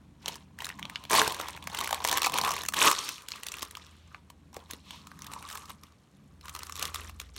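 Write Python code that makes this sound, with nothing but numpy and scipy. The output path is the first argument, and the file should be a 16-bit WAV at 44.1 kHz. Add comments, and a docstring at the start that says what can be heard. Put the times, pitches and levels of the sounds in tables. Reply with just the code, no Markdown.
"""A sticky slab is peeled off baking parchment on a wooden board, lifted, turned and laid back, close to a phone.
Creases snap one by one: noise bursts ring briefly at each fold's pitch, crack and stir the air under the sheet.
That air rings near 1.1 kHz. Tiny crackles and hiss make the rustle; smooth slides hiss and the board knocks softly.
A quiet kitchen answers with short tails of noise, over two wavering low hums, a rumble and faint air hiss."""
import sys
import numpy as np
from scipy import signal
from scipy.fft import rfft, irfft, next_fast_len
from scipy.io import wavfile
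from scipy.ndimage import map_coordinates

SR = 44100
rng = np.random.default_rng(int(sys.argv[2]) if len(sys.argv) > 2 else 0)


def ratio(d):
    """dB to gain"""
    e = np.asarray(d, float) / 20
    return 10 ** e


def dump(signal):
    """Clip the signal to [-1, 1] and save it as 16-bit WAV at the path in sys.argv[1]."""
    limited = np.clip(np.atleast_2d(signal).T, -1, 1)
    pcm = np.round(limited * 32767).astype(np.int16)
    wavfile.write(sys.argv[1], SR, pcm)


N = 325766  # length in samples

# how the sheet changes from slack under the slab to free:
# t/s, share of the pocket's higher mode (0-1), stiffness as relative treble level/dB
SHEET_STATE = [(0, 0, -27), (1.0, 0.32, -11), (1.3, 0.03, -10), (1.9, 0.21, -21), (2.6, 0.27, -12),
               (3.1, 0.75, 1.5), (3.8, 0.73, -17), (4.5, 0.3, -11.5), (5.5, 0.56, 2.5), (6.6, 0.83, -1),
               (7.39, 1, -7)]


def unit(x):
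    """Scales a sound to rms 1."""
    return x / np.sqrt(np.mean(x ** 2) + 1e-20)


def along(points, hz):
    """Reads a value at each frequency from (Hz, value) points on a log axis."""
    f, v = np.transpose(points)
    return np.interp(np.log(hz + 1), np.log(f + 1), v)


def curves(rows):
    """Gives one value per sample for each column after the time."""
    s, *cols = np.transpose(rows)
    return [np.interp(np.arange(N) / SR, s, c) for c in cols]


def wobble(rate):
    """Draws a smooth random curve with rate knots a second."""
    return map_coordinates(rng.standard_normal(N // 100), [np.arange(N) * rate / SR])


def filtered(x, response):
    """Multiplies the spectrum of x by a response, which may be complex."""
    m = next_fast_len(N + 8192)
    return irfft(rfft(x, m) * response(np.fft.rfftfreq(m, 1 / SR)), m)[..., :N]


def resonances(modes):
    """Adds up resonances given as (Hz, width in Hz, dB), with alternating sign; none rings before it is struck."""
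    def response(f):
        total = 0
        for k, (c, w, db) in enumerate(modes):
            total = total + (-1) ** k * ratio(db) * 1j * f * w / (c * c - f * f + 1j * f * w)
        return total
    return response


def noise(spectrum):
    """Makes steady noise of rms 1 with the given colour."""
    return unit(filtered(rng.standard_normal(N), lambda hz: ratio(along(spectrum, hz))))


def placed(s, shapes):
    """Adds the rows of shapes together, each starting at its time in seconds."""
    at = np.round(s * SR).astype(int)[:, None] + np.arange(shapes.shape[1])
    return np.bincount(at.ravel(), shapes.ravel(), N + SR)[:N]


def rings(hz, cycles, size):
    """Makes damped sines with a soft start; their decay factor falls to 1/e in the given number of cycles."""
    turn = hz[:, None] * np.arange(size) / SR  # cycles since the start
    return np.sin(2 * np.pi * turn) * np.exp(-turn / cycles) * (1 - np.exp(-turn / 0.17))


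def bursts(rise_s, life_s, size, spike=0):
    """Makes one swelling and dying noise burst a row, with an optional sharp first jolt."""
    t = np.arange(size) / SR
    swell = (1 - np.exp(-t / rise_s)) * np.exp(-t / life_s[:, None])
    return rng.standard_normal((len(life_s), size)) * swell + spike * (t == 0)


def creases(hz, excite, cycles):
    """Lets each burst ring its own patch of paper; rows have peak 1."""
    size = excite.shape[1]
    rows = signal.fftconvolve(excite, rings(hz, cycles, size=size), axes=1)[:, :size]
    return rows / (np.abs(rows).max(1, keepdims=True) + 1e-9)


def hum_line(hz, waver_hz):
    """Makes one low hum whose pitch and level waver at random."""
    phase = 2 * np.pi * np.cumsum(hz + waver_hz * wobble(8.4)) / SR
    return np.sqrt(2) * ratio(2.1 * wobble(4.9)) * np.sin(phase)


def background():
    """Mixes two wavering hums and a rumble coloured by room modes over faint air hiss."""
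    # the middle levels of the upper hum and rumble: t/s, hum level/dB, rumble level/dB
    hum_levels = [(0.0, -63, -56.5), (2.18, -57, -58.5), (2.3, -59, -52), (2.88, -54.5, -59.5),
                  (3.17, -77, -75), (3.58, -60.5, -76.5), (5.18, -62.5, -60.5), (5.22, -55, -60),
                  (5.88, -63, -66), (6.11, -91.5, -63), (6.34, -58, -59.5), (6.97, -48.5, -62.5),
                  (7.39, -62, -68)]
    # room modes in the rumble: f/Hz, width/Hz, relative level/dB
    room_modes = [(155.3, 53, -5), (216, 25, -3), (288.7, 27, -6)]
    # colour of the air hiss: f/Hz, relative level/dB
    air_colour = [(25, -15.5), (70, -3), (175, -4.5), (363, -14.5), (3720, -31.5), (10400, -38),
                  (16000, -50)]
    hum_db, rumble_db = curves(hum_levels)
    # the lower hum half follows the upper and climbs at the end
    climb_start_s, climb_db_per_s = 6.64, 19
    climb_db = climb_db_per_s * np.clip(np.arange(N) / SR - climb_start_s, 0, None)
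    low_db = -64.5 + 0.5 * (hum_db - hum_db.mean()) + climb_db
    room = resonances(room_modes)
    rumble = unit(filtered(rng.standard_normal(N), lambda f: room(f) / (1 + (f / 330) ** 4)))
    hums = ratio(hum_db) * hum_line(81, waver_hz=0.56) + ratio(low_db) * hum_line(61, waver_hz=2.2)
    return hums + ratio(rumble_db + 3.4 * wobble(7)) * rumble + ratio(-62.5) * noise(air_colour)


def effort():
    """Gives relative rustle and pocket levels in dB: each pull on the sheet swells to a peak and fades."""
    # pulls and pushes; rise and fade each span 20 dB:
    # peak t/s, rise/s, fade/s, relative rustle level/dB, pocket level over rustle/dB
    pulls = [(0.299, .08, .13, -47.5, -3), (0.619, 0.04, 0.14, -48.5, -7), (0.901, 0.39, 0.4, -62.5, 10),
             (1.11, 0.0072, 0.2, -31.5, 4), (1.165, 0.047, 0.14, -25, 0.5), (1.399, 0.22, 0.3, -45.5, -0.5),
             (1.81, 0.15, 0.18, -42.5, 0.5), (1.951, .1, .2, -46, 5), (2.07, .035, 0.099, -38.5, -14),
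             (2.164, .12, .04, -33.5, 5), (2.238, 0.054, .08, -35, 1), (2.359, 0.054, 0.1, -36, 3),
             (2.471, .08, .1, -34.5, 8), (2.57, .1, .1, -39.5, -2), (2.789, 0.044, .08, -33, 2.5),
             (2.85, .08, .11, -25.5, 2.5), (2.98, 0.11, .24, -41.5, 0), (3.351, .1, 0.14, -52.5, 0),
             (3.621, 0.43, 0.13, -51, -5), (3.76, 0.14, .3, -57, -2), (4.16, 0.12, 0.057, -66, 5),
             (4.545, .02, 0.17, -59, 5), (4.724, .05, 0.089, -52.5, -0.5), (4.94, .13, .12, -61, 5.5),
             (5.1, 0.19, .15, -64.5, 5.5), (5.351, .2, 0.29, -55, 7.5), (5.551, 0.23, 0.19, -53, 3),
             (5.701, .05, 0.064, -56, 4), (5.839, .06, 0.12, -66, 3), (6.459, 0.046, 0.093, -59, 8.5),
             (6.57, .1, .3, -53.5, -0.5), (6.85, .13, .08, -45, 0), (6.97, .07, .2, -49, -3),
             (7.21, .05, .13, -59, -8), (7.39, .04, .1, -45, -8.5)]
    rise_rounding, fade_rounding = 1.68, 1.6  # 1 = a pointed swell, 2 = a bell
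    still_db = -76.5  # the sheet at rest, on the same scale as the pulls
    s, rise, fade, db, pocket_db = np.transpose(pulls)[:, :, None]
    t = np.arange(0, N + 64, 64) / SR
    before = np.abs((s - t) / rise) ** rise_rounding
    after = np.abs((t - s) / fade) ** fade_rounding
    power = ratio(db - 20 * np.where(t < s, before, after)) ** 2
    sums = power.sum(0), (power * ratio(pocket_db) ** 2).sum(0)
    return [np.interp(np.arange(N) / SR, t, 10 * np.log10(p + ratio(still_db) ** 2)) for p in sums]


def crackle(count, spread_db):
    """Scatters tiny creases of random pitch, a few much larger than the rest, and makes their level flutter."""
    when, size, life, pitch = rng.random((count, 4)).T
    jolts = bursts(0.0015, 0.0012 * (0.2 + life), size=200, spike=1.7)
    rows = creases(900 * 14 ** pitch, jolts, cycles=1.73)
    gain = ratio(-spread_db * np.log(size + .02))
    swarm = placed(when * N / SR, gain[:, None] * rows)
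    # flatten the average spectrum so that the sheet alone sets the colour
    power = signal.welch(swarm, SR, nperseg=256)
    flat = filtered(swarm, lambda hz: np.interp(hz, *power) ** -.5)
    return unit(ratio(2.0 * wobble(60)) * flat)


def pocket(x):
    """Rings the air under the sheet in two modes, their balance shifting as the sheet flexes."""
    # the two modes, lower one first: f/Hz, width/Hz, relative level/dB
    pocket_modes = [(976, 301, 5), (1185, 234, 8.5)]
    share = np.clip(curves(SHEET_STATE)[0] + 0.13 * wobble(25), 0, 1)
    low, high = (filtered(x, resonances([mode])) for mode in pocket_modes)
    return np.sqrt(1 - share) * low - np.sqrt(share) * high


def rustle():
    """Crackles and hiss take the sheet's colour and stir the pocket; hard crushing also shakes the board."""
    # colour of the sheet: f/Hz, relative level/dB
    sheet_colour = [(800, -41), (1400, -11), (4120, -9.5), (9060, -15.5), (13000, -21.5), (16000, -38.5)]
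    # colour of the shaken board: f/Hz, relative level/dB
    board_colour = [(90, -17.5), (200, -9), (430, -2), (750, -13.5), (1500, -38.5)]
    level_db, pocket_db = effort()
    # stiffer paper and harder pulls bring more treble
    bright_db = curves(SHEET_STATE)[1] + 0.1362 * (level_db + 48)
    hiss = ratio(2.3 * wobble(30)) * rng.standard_normal(N)
    stir = crackle(count=6000, spread_db=5.0) + 0.5 * hiss
    sheet = unit(filtered(stir, lambda hz: ratio(along(sheet_colour, hz))))
    treble = filtered(sheet, lambda hz: hz ** 2 / (hz ** 2 + 7000 ** 2))
    paper = sheet - treble + ratio(bright_db) * treble
    # large areas move more smoothly than single creases
    broad = .9 * stir + ratio(3.8 * wobble(40)) * rng.standard_normal(N)
    board = unit(filtered(broad, lambda hz: ratio(along(board_colour, hz))))
    air = ratio(pocket_db) * unit(pocket(broad))
    return ratio(level_db + 3.0) * paper + air + ratio(1.055 * level_db - 7.5) * board


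def slide_hiss(hz):
    """Makes even friction noise of rms 1 in a broad band around hz."""
    band = resonances([(hz, .9 * hz, 0)])
    return unit(filtered(rng.standard_normal(N), lambda f: band(f) ** 2))


def slides():
    """Lets friction hiss swell and fade as the sheet slides smoothly over itself."""
    # the slides: middle t/s, length/s (from the middle to 1/e), level/dB, centre f/Hz
    slide_list = [(0.23, 0.0098, -56, 3440), (0.318, 0.027, -52, 3500), (0.99, 0.19, -59, 2950),
                  (3.085, 0.092, -44.5, 4200), (3.357, 0.025, -50, 3480), (3.952, 0.23, -66.5, 3000),
                  (4.933, 0.077, -51.5, 3320)]
    t = np.arange(N) / SR
    total = 0
    for s, length, db, hz in slide_list:
        total = total + ratio(db) * np.exp(-((t - s) / length) ** 2) * slide_hiss(hz)
    return total


def lesser_snaps(count):
    """Draws smaller snaps at random moments: louder, but slightly rarer, when the sheet is pulled hard."""
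    level_db = effort()[0]
    busy = np.cumsum(ratio(-0.11 * level_db))
    at = np.interp(rng.random(count), busy / busy[-1], np.arange(N))
    size, pitch, crack, push = rng.standard_normal((count, 4)).T
    s = np.clip(at / SR, .01, 8)
    db = level_db[at.astype(int)] + 6 + 8 * size
    hz = np.clip(3000 * 1.6 ** pitch, 1400, 9000)
    return np.transpose([s, db, hz, -24 + 6 * crack, -13 + 7 * push])


def snaps():
    """A buckling crease rings a few cycles at its pitch, cracks in the treble and drives the pocket."""
    # the main snaps: t/s, relative level/dB, pitch f/Hz,
    # crack level relative to the snap/dB, pocket push relative to the snap/dB
    main_snaps = [(0.2593, -12, 5030, -37, -20), (0.2808, -13.5, 3100, -22.5, -34),
                  (0.2858, -15.5, 3730, -25.5, -26), (0.3424, -27.5, 3490, -22, -17),
                  (0.356, -24.5, 5230, -25.5, -20), (0.5881, -23, 1740, -24.5, -24),
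                  (0.6042, -21, 2920, -27, -20), (0.6204, -20.5, 1860, -24.5, -13.5),
                  (0.6449, -17, 3780, -23.5, -38), (0.6544, -20, 6180, -22.5, -21.5),
                  (0.6674, -16.5, 1740, -23.5, -22), (0.6898, -24, 2600, -21, -21),
                  (0.7013, -16, 1650, -52.5, -18), (0.7134, -27, 2720, -39, -15),
                  (0.7253, -30, 1900, -40, -30), (0.789, -30.5, 1770, -25, -6),
                  (0.7936, -23.5, 1940, -23, -10), (0.828, -14.5, 3000, -38.5, -38),
                  (0.8535, -16.5, 3400, -39.5, -12), (0.8974, -25.5, 2050, -20, -9),
                  (0.9577, -10.5, 2960, -58.5, -40), (1.0385, -29, 3080, -19, -16),
                  (1.0518, -26, 3200, -29.5, -11), (1.0984, -26, 2540, -11, -9),
                  (1.1084, -15.5, 1700, -17, -16), (1.1313, -8.5, 2030, -18.5, -15),
                  (1.1404, -8.5, 1840, -22, -25), (1.1513, -7.5, 2050, -20, -17),
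                  (1.1607, -9.5, 2470, -17.5, -11.5), (1.1744, -13.5, 1850, -18.5, -9),
                  (1.1887, -21.5, 2665, -14.5, -10.5), (1.1938, -13, 1950, -17.5, -11),
                  (1.2161, -14, 2200, -14.5, -25), (1.2466, -20, 3110, -20, -17),
                  (1.2775, -12.5, 5300, -13, -2.5), (1.2973, -25, 2005, -14, -10),
                  (1.3219, -22, 4200, -12.5, -14), (1.3453, -22, 4280, -14.5, -12.5),
                  (1.3658, -27.5, 1510, -20, -11), (1.399, -23.5, 2850, -20.5, -2),
                  (1.412, -26, 3470, -13, -12.5), (1.4431, -32.5, 2920, -27, -17.5),
                  (1.4721, -29, 3450, -28.5, -30), (1.485, -26, 1800, -11.5, -6),
                  (1.564, -30.5, 1980, -19.5, -16), (1.5745, -27, 2210, -27.5, -7.5),
                  (1.6252, -25, 3330, -33, -14), (1.6399, -33, 2730, -14.5, -4),
                  (1.6726, -18, 1730, -19, -11), (1.699, -26, 3480, -25.5, -7),
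                  (1.7326, -31.5, 3410, -18, -9), (1.7474, -17.5, 3200, -18, -10),
                  (1.7729, -19, 2680, -23, -22), (1.7878, -14, 2980, -22.5, -19.5),
                  (1.8054, -18.5, 3210, -15, -18), (1.8108, -17, 3670, -20.5, -7.5),
                  (1.8384, -27.5, 4340, -10.5, -11), (1.8437, -16.5, 2780, -19.5, -19.5),
                  (1.8583, -20, 2930, -26, -7), (1.8746, -15, 1840, -18.5, -11),
                  (1.8914, -19.5, 1620, -22, -10), (1.9083, -21.5, 2920, -12.5, -2),
                  (1.928, -11, 3350, -20, 1.5), (1.945, -11.5, 3500, -18, -14),
                  (2.0033, -25.5, 3450, -26.5, -0.5), (2.0203, -26.5, 3220, -26, -6.5),
                  (2.042, -25.5, 3300, -8, 1), (2.0492, -10.5, 3320, -18, -6),
                  (2.0664, -24, 8500, -17, -27), (2.0747, -11.5, 4300, -17.5, -20.5),
                  (2.0867, -12, 3380, -15.5, -8), (2.0941, -16, 3220, -17.5, -13),
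                  (2.1136, -12, 3245, -16, -21), (2.1271, -15.5, 2415, -12, -13),
                  (2.1725, -14, 2380, -14, -15), (2.1812, -14.5, 2270, -15, -7),
                  (2.2188, -12, 3660, -13.5, 2), (2.231, -22, 3680, -7, -14),
                  (2.2448, -12.5, 2680, -19, -8), (2.2618, -16.5, 4380, -9, -3),
                  (2.2674, -15, 2410, -18, -0.5), (2.2967, -21.5, 2180, -15, -3),
                  (2.3201, -23.5, 1650, -16, -4), (2.3401, -13.5, 3150, -19, -15),
                  (2.3764, -17.5, 1600, -14, -4), (2.385, -14, 2595, -13, -4), (2.4139, -9, 4470, -21, -6),
                  (2.4364, -18.5, 2960, -20.5, -4), (2.4483, -18.5, 2390, -12.5, -8.5),
                  (2.4765, -12.5, 1500, -25, -7), (2.4902, -20, 1630, -19, -5),
                  (2.5067, -13.5, 5380, -22, -5), (2.5167, -16, 5570, -21, -8),
                  (2.5374, -22, 2306, -17.5, -5.5), (2.5647, -21.5, 2430, -17, -5),
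                  (2.5895, -30, 2920, -17.5, -14.5), (2.6179, -22.5, 6470, -18.5, -25),
                  (2.6349, -22.5, 1700, -15, -8), (2.6512, -21, 1630, -21.5, -18),
                  (2.6618, -20, 5850, -20.5, -17), (2.6863, -10, 7810, -18.5, -11),
                  (2.7227, -31.5, 1850, -13, 0), (2.7372, -12, 1550, -21.5, -10.5),
                  (2.7424, -18, 3160, -14.5, -19), (2.7671, -18, 3420, -17, -20),
                  (2.7886, -14.5, 1600, -22, -28), (2.81, -17, 1530, -16, -14),
                  (2.8211, -6.5, 1520, -24, -15.5), (2.8374, -6.5, 3260, -28.5, -17),
                  (2.845, -14, 1550, -22.5, -8), (2.8696, -13, 4200, -21, -3),
                  (2.8814, -4, 3080, -24, -8.5), (2.9006, -12.5, 5760, -25, -13),
                  (2.9133, -10, 1624, -18, -10), (3.0494, -30.5, 1500, -15.5, -12),
                  (3.0899, -16.5, 5790, -17, -38), (3.1812, -28.5, 2800, -24.5, -25),
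                  (3.2208, -40.5, 4540, -10, -25), (3.2854, -25.5, 2800, -12.5, -32),
                  (3.3054, -28, 4030, -23.5, -22), (3.3189, -10.5, 4090, -30.5, -49),
                  (3.359, -31, 4020, -15, -25), (3.4331, -25, 2770, -13, -26),
                  (3.4665, -20, 3850, -17.5, -41), (3.4852, -19, 3870, -22, -38),
                  (3.5189, -21.5, 6420, -20, -27), (3.5404, -20, 2780, -22.5, -18.5),
                  (3.5688, -28.5, 2870, -16, -5), (3.5852, -27, 3140, -11.5, -20),
                  (3.5936, -26.5, 3540, -20, -19), (3.6221, -21, 2720, -17.5, -23),
                  (3.6277, -19.5, 5200, -16.5, -9.5), (3.6502, -32, 1780, -14, -23),
                  (3.71, -37, 3400, -8, -18), (3.7519, -22, 2870, -28, -28), (3.7703, -26.5, 4700, -19, -9),
                  (3.8656, -33, 3140, -25.5, -27), (4.146, -25, 2130, -50, -5),
                  (4.3011, -34.5, 3250, -19, -7.5), (4.5296, -42, 5400, -21, -8),
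                  (4.5437, -33, 5890, -17, -5), (4.5658, -29, 6700, -16, -6.5),
                  (4.7097, -24.5, 6160, -12.5, -32), (4.7341, -27, 3930, -17, -20),
                  (4.9072, -24, 3170, -25, -21), (5.0704, -31.5, 3870, -11.5, -3),
                  (5.1158, -28.5, 1630, -29, -14.5), (5.1906, -37.5, 1590, -15, -1),
                  (5.2205, -24.5, 6390, -19, -15), (5.2445, -34, 3700, -14, -6),
                  (5.2665, -36, 3870, -9, -10), (5.3163, -34.5, 1820, -14.5, -5),
                  (5.3358, -35, 3260, -2.5, 4), (5.426, -30, 1600, -21, -17), (5.4884, -28, 1780, -19, -22),
                  (5.5009, -27, 3040, -15.5, -21), (5.512, -30, 1770, -16, -8),
                  (5.5272, -28, 5700, -16, -17), (5.5533, -28.5, 1980, -14.5, -2),
                  (5.574, -26, 6350, -15.5, -20), (5.656, -31, 5360, -19.5, -19),
                  (5.6955, -36, 3740, -15, -1), (5.7034, -32, 3870, -14.5, -4),
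                  (5.8351, -33.5, 5600, -16.5, -13.5), (6.4108, -36, 4600, -24.5, -24),
                  (6.4562, -30.5, 8930, -19, -6), (6.4817, -32.5, 3050, -17, -3),
                  (6.4943, -34, 3400, -10.5, -24), (6.5505, -27.5, 1810, -8.5, -1),
                  (6.5626, -28.5, 2090, -16, -9), (6.5909, -27.5, 5570, -15.5, -13),
                  (6.6323, -29.5, 3470, -8.5, -5), (6.6684, -29.5, 5940, -14, -21),
                  (6.6956, -26.5, 2250, -17, -4.5), (6.7231, -20, 5770, -25.5, -15),
                  (6.7555, -23.5, 6360, -17.5, -21), (6.7644, -26.5, 4080, -18.5, -31),
                  (6.776, -29, 5330, -18.5, -15), (6.7945, -29.5, 3910, -6.5, -12),
                  (6.8259, -18, 3980, -13, -28), (6.8533, -21, 3780, -14, -18),
                  (6.9446, -20, 5270, -14, -14), (6.9579, -20.5, 3630, -17, -9),
                  (7.0953, -32, 2470, -20, -12), (7.1995, -24, 2850, -15.5, -23),
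                  (7.2148, -32, 6090, -15, -14.5), (7.3637, -28.5, 6600, -12.5, -19)]
    s, db, hz, crack_db, pocket_db = np.vstack([main_snaps, lesser_snaps(count=70)]).T
    life = np.exp(0.24 * rng.standard_normal(len(s)))
    body = creases(hz, bursts(0.00015, .0013 * life, size=400, spike=3.5), cycles=1.15)
    crack = bursts(0.00049, 0.0015 * life, size=400)
    push = bursts(0.00033, 0.0016 * life, size=400)
    # a short reversed noise swell leads into each snap, stronger in bright ones
    early = s - 300 / SR
    lead_in = creases(hz, bursts(0.00043, 0.00087 * life, size=300), cycles=0.77)[:, ::-1]
    treble_lead_in = bursts(0.00054, 0.0011 * life, size=300)[:, ::-1]
    folds = placed(s, ratio(db - 5.5)[:, None] * body)
    folds += placed(early, ratio(db + crack_db)[:, None] * lead_in)
    bright = placed(s, ratio(db + crack_db + 18.5)[:, None] * crack)
    bright += placed(early, ratio(db + crack_db + 3.5)[:, None] * treble_lead_in)
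    # a small fold sends out little bass
    thin_folds = filtered(folds, lambda f: (1j * f / (900 + 1j * f)) ** 3)
    edge = resonances([(8200, 34000, 0.0067)])
    treble = filtered(bright, lambda f: edge(f) / (1 + 1j * f / 9000) / (1 + 1j * f / 15000))
    air = pocket(placed(s, ratio(db + pocket_db + 15.5)[:, None] * push))
    return thin_folds + treble + air


def knocks():
    """Slab and fingers thump the board: low, short rings with an overtone and a deep push."""
    # soft knocks: t/s, relative level/dB, pitch f/Hz
    board_knocks = [(0.282, -31, 554), (0.851, -38, 750), (1.277, -22.5, 486), (1.926, -39, 770),
                    (3.628, -36, 375), (4.568, -29.5, 510), (4.735, -39, 290)]
    s, db, hz = np.transpose(board_knocks)
    soft = 1 - np.exp(-np.arange(1500) / SR / 0.00039)
    thump = rings(hz, 0.83, size=1500)
    thump += 0.55 * rings(1.4 * hz, 1.07, size=1500)  # overtone
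    thump += 0.21 * rings(0.31 * hz, 0.69, size=1500)  # deep push
    return placed(s, ratio(db + 5.5)[:, None] * soft * thump)


def kitchen(x):
    """Each frequency of the room's answer dies at its own speed; every third of a second gets its own tail."""
    # how long the room rings: f/Hz, time to fade by 60 dB/s
    fade_times = [(500, 0.2), (2000, 0.071), (10000, 0.074)]
    out, step = np.zeros(N + SR), SR // 3
    for at in range(0, N, step):
        hz, t, z = signal.stft(rng.standard_normal(SR // 3), SR, nperseg=256)
        fading = ratio(-60 * t / along(fade_times, hz)[:, None])
        tail = signal.istft(z * fading, SR, nperseg=256)[1]
        wet = signal.fftconvolve(x[at:at + step], tail / np.linalg.norm(tail))
        out[at + 130:][:len(wet)] += wet  # the answer starts 130 samples (3 ms) late
    return out[:N]


def scene():
    """Mixes paper and board near the microphone, a little room and the background."""
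    near = snaps() + knocks() + rustle() + slides()
    return (near + ratio(-13.0) * kitchen(near) + background())[None]


def band_limit(x):
    """A steep low-pass at the top of the band."""
    return signal.sosfilt(signal.butter(12, 16960, fs=SR, output="sos"), x)


def record(dry):
    """The phone cuts the deepest bass, has two dips and keeps little above its band limit."""
    # dips of the microphone housing: f/Hz, width/Hz, depth (0-1)
    housing_dips = [(4810, 420, 0.46), (10500, 310, 0.6)]

    def colour(f):
        gain = 1
        for c, w, depth in housing_dips:
            gain = gain - depth * 1j * f * w / (c * c - f * f + 1j * f * w)
        bass_cut = f ** 4 / (f ** 4 + 42 ** 4)
        return gain * bass_cut * np.where(f < 15900, 1, ratio(-40.5))

    mix = filtered(dry, colour)
    return band_limit(mix)


dry = scene()
out = record(dry)
dump(out)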